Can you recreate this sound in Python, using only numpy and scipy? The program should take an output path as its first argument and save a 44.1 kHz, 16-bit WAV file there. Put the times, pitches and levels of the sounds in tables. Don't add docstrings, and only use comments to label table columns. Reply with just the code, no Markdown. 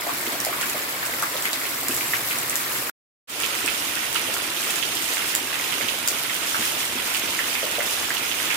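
import sys
import numpy as np
from scipy import signal
from scipy.fft import rfft, irfft, next_fast_len
from scipy.io import wavfile
from scipy.ndimage import uniform_filter1d, map_coordinates

SR = 44100
rng = np.random.default_rng(int(sys.argv[2]) if len(sys.argv) > 2 else 0)


def dump_mix(stems):
    frames = np.atleast_2d(stems).T
    limited = np.clip(frames, -1, 1)
    pcm = np.round(limited * 32767).astype(np.int16)
    wavfile.write(sys.argv[1], SR, pcm)


N = 377496

# [f/Hz, relative level/dB]
DRONE_LEVEL = [(0, -68), (.8, -58), (1.1, -49), (1.6, -65), (1.9, -50), (2.3, -50.5), (2.9, -50)]
DRONE_SPECTRUM = [(50, -42), (85, -12), (120, 0), (138, 1), (165, -14), (260, -52.5)]
# [f/Hz, relative level/dB]
GURGLE_TREES = [(20, -44.5), (45, -11.5), (68, -7), (100, -13), (138, -3), (190, -7), (290, 2), (450, -1),
                (720, 0.5), (980, -4), (1500, -22.5), (3000, -58.5)]
GURGLE_PUDDLE = [(20, -42), (45, -18), (68, -7.5), (100, -6), (190, -6), (305, 1), (430, -1.5), (720, -1.5),
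                 (980, -3), (1500, -28), (3000, -60)]
FLOW_TREES = [(0, -35.2, -33.5), (1.3, -33.8, -32.5), (2.1, -35, -29.5), (2.9, -33, -31.5)]
FLOW_PUDDLE = [(3.4, -31.5, -31.5), (5, -31.5, -31.6), (8.5, -31, -31.5)]
# [f/Hz, relative level/dB]
COLOUR_TREES = [(530, -35), (900, -6), (1120, -2.5), (1530, -4), (1940, -3.5), (2190, -3.5), (3170, -9),
                (5500, -8), (6590, -8), (7700, -5.5), (9210, -9.5), (12600, -5), (15800, -11.5)]
COLOUR_PUDDLE = [(530, -21), (900, 0), (1120, 1.5), (1420, 4), (1560, 2.5), (2880, 4.5), (4330, -5),
                 (6910, -6.5), (7980, -8), (9660, -7.5), (11700, -10.5), (15100, -10), (15800, -31)]
# [f/Hz, relative level/dB]
SPLATTER_BAND = [(300, -64), (650, -5.5), (1050, -3.5), (3600, -2), (5200, -5), (9000, -55)]
SPRAY_BAND = [(1500, -44.5), (3400, -8), (5000, -3.5), (15800, -1)]
# [f/Hz, left minus right level/dB]
LEAN_TREES = [(700, 0), (2400, 0), (4400, 0), (8100, -1.5), (13000, -4), (15500, 8)]
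LEAN_PUDDLE = [(700, 0.5), (1300, 1), (2000, -4.5), (3300, -10), (5000, -1), (7000, -4.5), (9300, -8),
               (12500, 1), (15500, -1)]
# [f/Hz, correlation/1]
EAR_CORRELATION = [(60, .9), (150, 0.92), (290, 0.91), (640, 0.57), (1400, -0.02), (2200, 0.2),
                   (3000, -0.07), (6000, 0.00059)]
# [nominal delay/s, relative level/dB]
REFLECTIONS = [(.0078, -2.5), (0.011, -10.5), (.016, -9.5), (.023, -10.5), (.032, -16.5)]
# [f/Hz, time to fall by 60 dB/s]
EAVES_DECAY = [(200, 0.31), (2000, 0.23), (12000, 0.024)]
# [f/Hz, relative level/dB]
NEAR_DROPS = [(0.449, -9.5), (0.698, -14.5), (1.053, -16), (1.2239, -12), (1.455, -16), (1.532, -13),
              (1.884, -9), (2.386, -13), (2.497, -11.5), (2.556, -7.5), (3.661, -11.5), (4.9524, -13.5),
              (5.0236, -15), (5.3508, -6), (6.0764, -6.5), (6.085, -10), (6.654, -14), (7.14, -12.5),
              (7.828, -16)]
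DROP_SPECTRUM = [(300, -28), (1500, -6), (4000, -6), (8000, 4.5), (11000, -2), (15800, -3)]
# [t/s, relative level/dB, pitch f/Hz]
LOW_PLOPS = [(0.067, -21.5, 685), (0.129, -30.5, 245), (0.274, -27, 353), (0.467, -19.5, 673),
             (0.745, -22.5, 640), (1.344, -24.5, 560), (1.893, -23.5, 307), (3.643, -25, 336),
             (4.287, -24.5, 584), (5.805, -25.5, 570), (5.839, -28.5, 262), (6.592, -27.5, 239.3),
             (6.954, -26, 325), (7.236, -25.5, 345), (7.63, -19.5, 585), (7.783, -19, 606)]
# [t/s, relative level/dB, centre f/Hz]
BIG_SLAPS = [(0.0914, -22, 1016), (0.529, -22, 1240), (1.0301, -18, 1670), (1.227, -14.5, 1260),
             (1.4544, -12.5, 2150), (1.5308, -14, 4000), (2.0092, -16, 2320), (2.1355, -9.5, 1880),
             (2.3103, -14, 2460), (2.5289, -18, 1970), (3.4351, -12, 2750), (3.678, -11, 2440),
             (4.156, -18.5, 1360), (4.1598, -12, 2873), (4.8267, -12, 2820), (4.9694, -16, 3241),
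             (5.1696, -14.5, 2230), (5.341, -18, 1983), (5.5314, -17, 2667), (5.724, -15, 2968),
             (5.8108, -15, 2220), (5.885, -12.5, 2940), (6.297, -14.5, 2110), (6.545, -14, 1490),
             (7.1468, -12, 2714), (7.3905, -11, 1900), (7.5524, -15, 2376), (7.8042, -14.5, 1980),
             (8.105, -13.5, 1734), (8.1687, -14, 2930), (8.315, -14, 2977), (8.5047, -13, 2337)]
# [t/s, gain/1]
FADE = [(0, 0.98), (2.897, 0.86), (2.901, 0.031), (2.915, 0), (3.273, 0), (3.3, 0.3), (3.35, 0.66),
        (3.42, 0.9)]

TURN_S = 3.1
TOP_HZ = 16100
SURGES_PER_S, SURGE_DB = 9, 0.69
DROP_LEAN_DB = -2.5
STRAY_PER_S, STRAY_DB, STRAY_SCATTER_DB = 5.4, -17, 4
SMALL_PER_S, SMALL_DB, SMALL_SCATTER_DB = 5, -21.5, 2
SMALL_LOW_HZ, SMALL_HIGH_HZ = 1400, 3500


def amp(db):
    return 10 ** (np.asarray(db) / 20)


def unit(x):
    return x / np.sqrt(np.mean(x ** 2) + 1e-20)


def along(points, hz):
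    f, value = np.transpose(points)
    return np.interp(np.log(hz + 1), np.log(f + 1), value)


def curves(rows):
    s, *columns = np.transpose(rows)
    return [np.interp(np.arange(N) / SR, s, column) for column in columns]


def wobble(rate):
    knots = rng.standard_normal(int(N * rate / SR) + 4)
    return map_coordinates(knots, [np.arange(N) * rate / SR])


def filtered(x, response):
    size = next_fast_len(x.shape[-1] + 8192)
    spectrum = rfft(x, size) * response(np.fft.rfftfreq(size, 1 / SR))
    return irfft(spectrum, size)[..., :x.shape[-1]]


def sides(lean_db):
    gains = amp(np.array([lean_db, -lean_db]).reshape(2, -1) / 2)
    return gains / np.sqrt(np.mean(gains ** 2, axis=0))


def spread(pair):
    def mid_side_gains(hz):
        angle = np.arccos(np.clip(along(EAR_CORRELATION, hz), -1, 1)) / 2
        return np.array([np.cos(angle), np.sin(angle)])

    mid, side = filtered(pair, mid_side_gains)
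    return np.array([mid + side, mid - side])


def add(track, s, sound):
    start = int(np.clip(round(s * SR), 0, N - 1))
    track[:, start:start + sound.shape[1]] += sound[:, :N - start]


def hiss():
    return rng.standard_normal((2, N))


def crackle(rate, length):
    landed = lambda: rng.random((2, length)) < rate / SR
    return unit(rng.standard_normal((2, length)) * landed())


def grains(rate, low_hz, high_hz, cycles, scatter_db, size):
    when, pitch, strength, life = rng.random((int(2 * rate * N / SR), 4)).T[:, :, None]
    hz = low_hz * (high_hz / low_hz) ** pitch
    phase = hz * np.arange(size) / SR
    gain = amp(-scatter_db * np.log(np.maximum(strength, .01))) * hz / high_hz
    decay = np.exp(-phase / (cycles * (.5 + life)))
    rings = gain * np.sin(2 * np.pi * phase) * decay
    index = (when * 2 * N).astype(int) + np.arange(size)
    return unit(np.bincount(index.ravel(), rings.ravel(), 2 * N)[:2 * N].reshape(2, N))


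def bursts(rate, life, scatter_db):
    when, strength = rng.random((int(rate * N / SR), 2)).T
    power = amp(-scatter_db * np.log(np.maximum(strength, .02))) ** 2
    hits = np.bincount((when * N).astype(int), power, N)
    return unit(np.sqrt(signal.lfilter([1], [1, -np.exp(-1 / (life * SR))], hits)))


def hum():
    level_db, = curves(DRONE_LEVEL)
    drone = filtered(spread(hiss()), lambda hz: amp(along(DRONE_SPECTRUM, hz)))
    return amp(level_db) * unit(drone)


def gurgle(colour):
    bubbles = grains(rate=220, low_hz=167.0, high_hz=960, cycles=1.4, scatter_db=2, size=1000)
    water = spread(hiss() + amp(-16) * bubbles)
    return unit(filtered(water, lambda hz: amp(along(colour, hz))))


def patter(patchy_db):
    z = signal.stft(hiss(), nperseg=256)[2]
    field = uniform_filter1d(rng.standard_normal(z.shape[1:]), size=4, axis=0)
    field = uniform_filter1d(field, size=7, axis=1)
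    tinted = signal.istft(z * amp(patchy_db * unit(field)), nperseg=256)[1]
    return unit(tinted[:, :N])


def spray():
    showers = bursts(rate=120, life=0.029, scatter_db=3.0) * crackle(12000, N)
    ticks = bursts(rate=220, life=.0007, scatter_db=3.0) * hiss()
    return showers + amp(-3.5) * ticks + amp(1) * patter(patchy_db=3.0)


def splatter():
    pops = grains(rate=700, low_hz=794, high_hz=4600, cycles=1.83, scatter_db=1.5, size=200)
    splats = grains(rate=110, low_hz=913, high_hz=3460, cycles=3.6, scatter_db=3.0, size=450)
    bubbles = grains(rate=110, low_hz=889, high_hz=3488, cycles=16, scatter_db=2, size=1600)
    clumps = bursts(rate=150, life=0.026, scatter_db=2.0) * (hiss() + amp(-3) * pops)
    return clumps + amp(-10) * splats + amp(-8) * bubbles + amp(7) * patter(patchy_db=1.5)


def downpour(flow, colour, lean, splatter_db, spray_db):
    flow_splatter_db, flow_spray_db = curves(flow) + SURGE_DB * wobble(SURGES_PER_S)

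    def heard(x, band):
        def response(hz):
            return amp(along(colour, hz) + along(band, hz)) * sides(along(lean, hz))
        return unit(filtered(spread(x), response))

    body = amp(flow_splatter_db + splatter_db) * heard(splatter(), SPLATTER_BAND)
    return body + amp(flow_spray_db + spray_db) * heard(spray(), SPRAY_BAND)


def eaves(x):
    hz, t, z = signal.stft(rng.standard_normal((2, SR // 3)), SR, nperseg=256)
    decay = amp(-60 * t / along(EAVES_DECAY, hz)[:, None])
    tail = signal.istft(z * decay, SR, nperseg=256)[1]
    return signal.fftconvolve(x, tail / np.linalg.norm(tail[0]), axes=1)[:, :N]


def rebound(sound, wall_db):
    out = sound.copy()
    for delay, db in REFLECTIONS:
        lags = (SR * delay * rng.uniform(.8, 1.2) + rng.uniform(0, 20, 2)).astype(int)
        for ear, lag in enumerate(lags):
            out[ear, lag:] += amp(db + wall_db) * sound[ear, :-lag]
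    return out


def pop(hz, cycles):
    turns = hz * np.arange(SR // 10) / SR
    age = turns / cycles
    envelope = age ** 2 * np.exp(2 * (1 - age))
    ear_phase = rng.normal(0, 1, (2, 1)) * hz / 2200
    return envelope * np.sin(2 * np.pi * turns + ear_phase)


def stray_drops():
    when, size = rng.random((int(STRAY_PER_S * N / SR), 2)).T
    level_db = STRAY_DB + STRAY_SCATTER_DB * (2 * size - 1)
    return list(zip(when * N / SR, level_db))


def drops(crack_at=0.00062, crack_width=0.00063, mist_life=0.033, mist_db=-19):
    out, t = np.zeros((2, N)), np.arange(SR // 10) / SR
    crack = np.exp(-((t - crack_at) / crack_width) ** 2)
    shape = crack + amp(mist_db) * np.exp(-t / mist_life)
    for s, db in NEAR_DROPS + stray_drops():
        burst = shape * rng.standard_normal((2, len(t)))
        add(out, s, amp(db) * sides(DROP_LEAN_DB) * rebound(burst, wall_db=-3.5))
    return filtered(out, lambda hz: amp(along(DROP_SPECTRUM, hz)))


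def plops(swell=0.002):
    out = np.zeros((2, N))
    for s, db, hz in LOW_PLOPS:
        add(out, s, amp(db) * rebound(pop(hz, hz * swell), wall_db=0.0))
    return out


def small_slaps():
    when, size, pitch = rng.random((int(SMALL_PER_S * N / SR), 3)).T
    level_db = SMALL_DB + SMALL_SCATTER_DB * (2 * size - 1)
    hz = SMALL_LOW_HZ * (SMALL_HIGH_HZ / SMALL_LOW_HZ) ** pitch
    return list(zip(when * N / SR, level_db, hz))


def slaps(cycles=1.54, lead=.004, splash_life=0.023, splash_db=-13, width=0.61, nearness=1.5):
    out, t = np.zeros((2, N)), np.arange(SR // 10) / SR
    shower = np.exp(-t / splash_life) * (1 - np.exp(-t / lead))
    for s, db, hz in BIG_SLAPS + small_slaps():
        lean_db = nearness * along(LEAN_TREES if s < TURN_S else LEAN_PUDDLE, hz)
        band = signal.butter(2, [hz / (1 + width), hz * (1 + width)], "band", fs=SR)
        splash = signal.lfilter(*band, shower * crackle(2500, len(t)))
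        splash *= np.linalg.norm(shower) / np.linalg.norm(splash, axis=1, keepdims=True)
        smack = pop(hz, cycles) + 0.27 * pop(hz * 0.745, cycles * 0.97)
        add(out, s - lead, amp(db + splash_db) * sides(lean_db) * splash)
        add(out, s, amp(db) * sides(lean_db) * rebound(smack, wall_db=-2.0))
    return out


def scene():
    trees = downpour(FLOW_TREES, COLOUR_TREES, LEAN_TREES, splatter_db=4.5, spray_db=4.0)
    trees = trees + amp(-37.5) * gurgle(GURGLE_TREES) + hum()
    puddle = downpour(FLOW_PUDDLE, COLOUR_PUDDLE, LEAN_PUDDLE, splatter_db=3.0, spray_db=4.0)
    puddle = puddle + amp(-37.5) * gurgle(GURGLE_PUDDLE)
    facing_trees = np.arange(N) < TURN_S * SR
    near = amp(2.0) * slaps() + amp(1.5) * plops() + amp(-1.0) * drops()
    return np.where(facing_trees, trees, puddle) + near + amp(-9.0) * eaves(near)


def record(dry):
    gain, = curves(FADE)
    faded = dry * np.clip(gain, 0, None)
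    return filtered(faded, lambda hz: np.clip((TOP_HZ - hz) / 400, 0, 1))


dry = scene()
out = record(dry)
dump_mix(out)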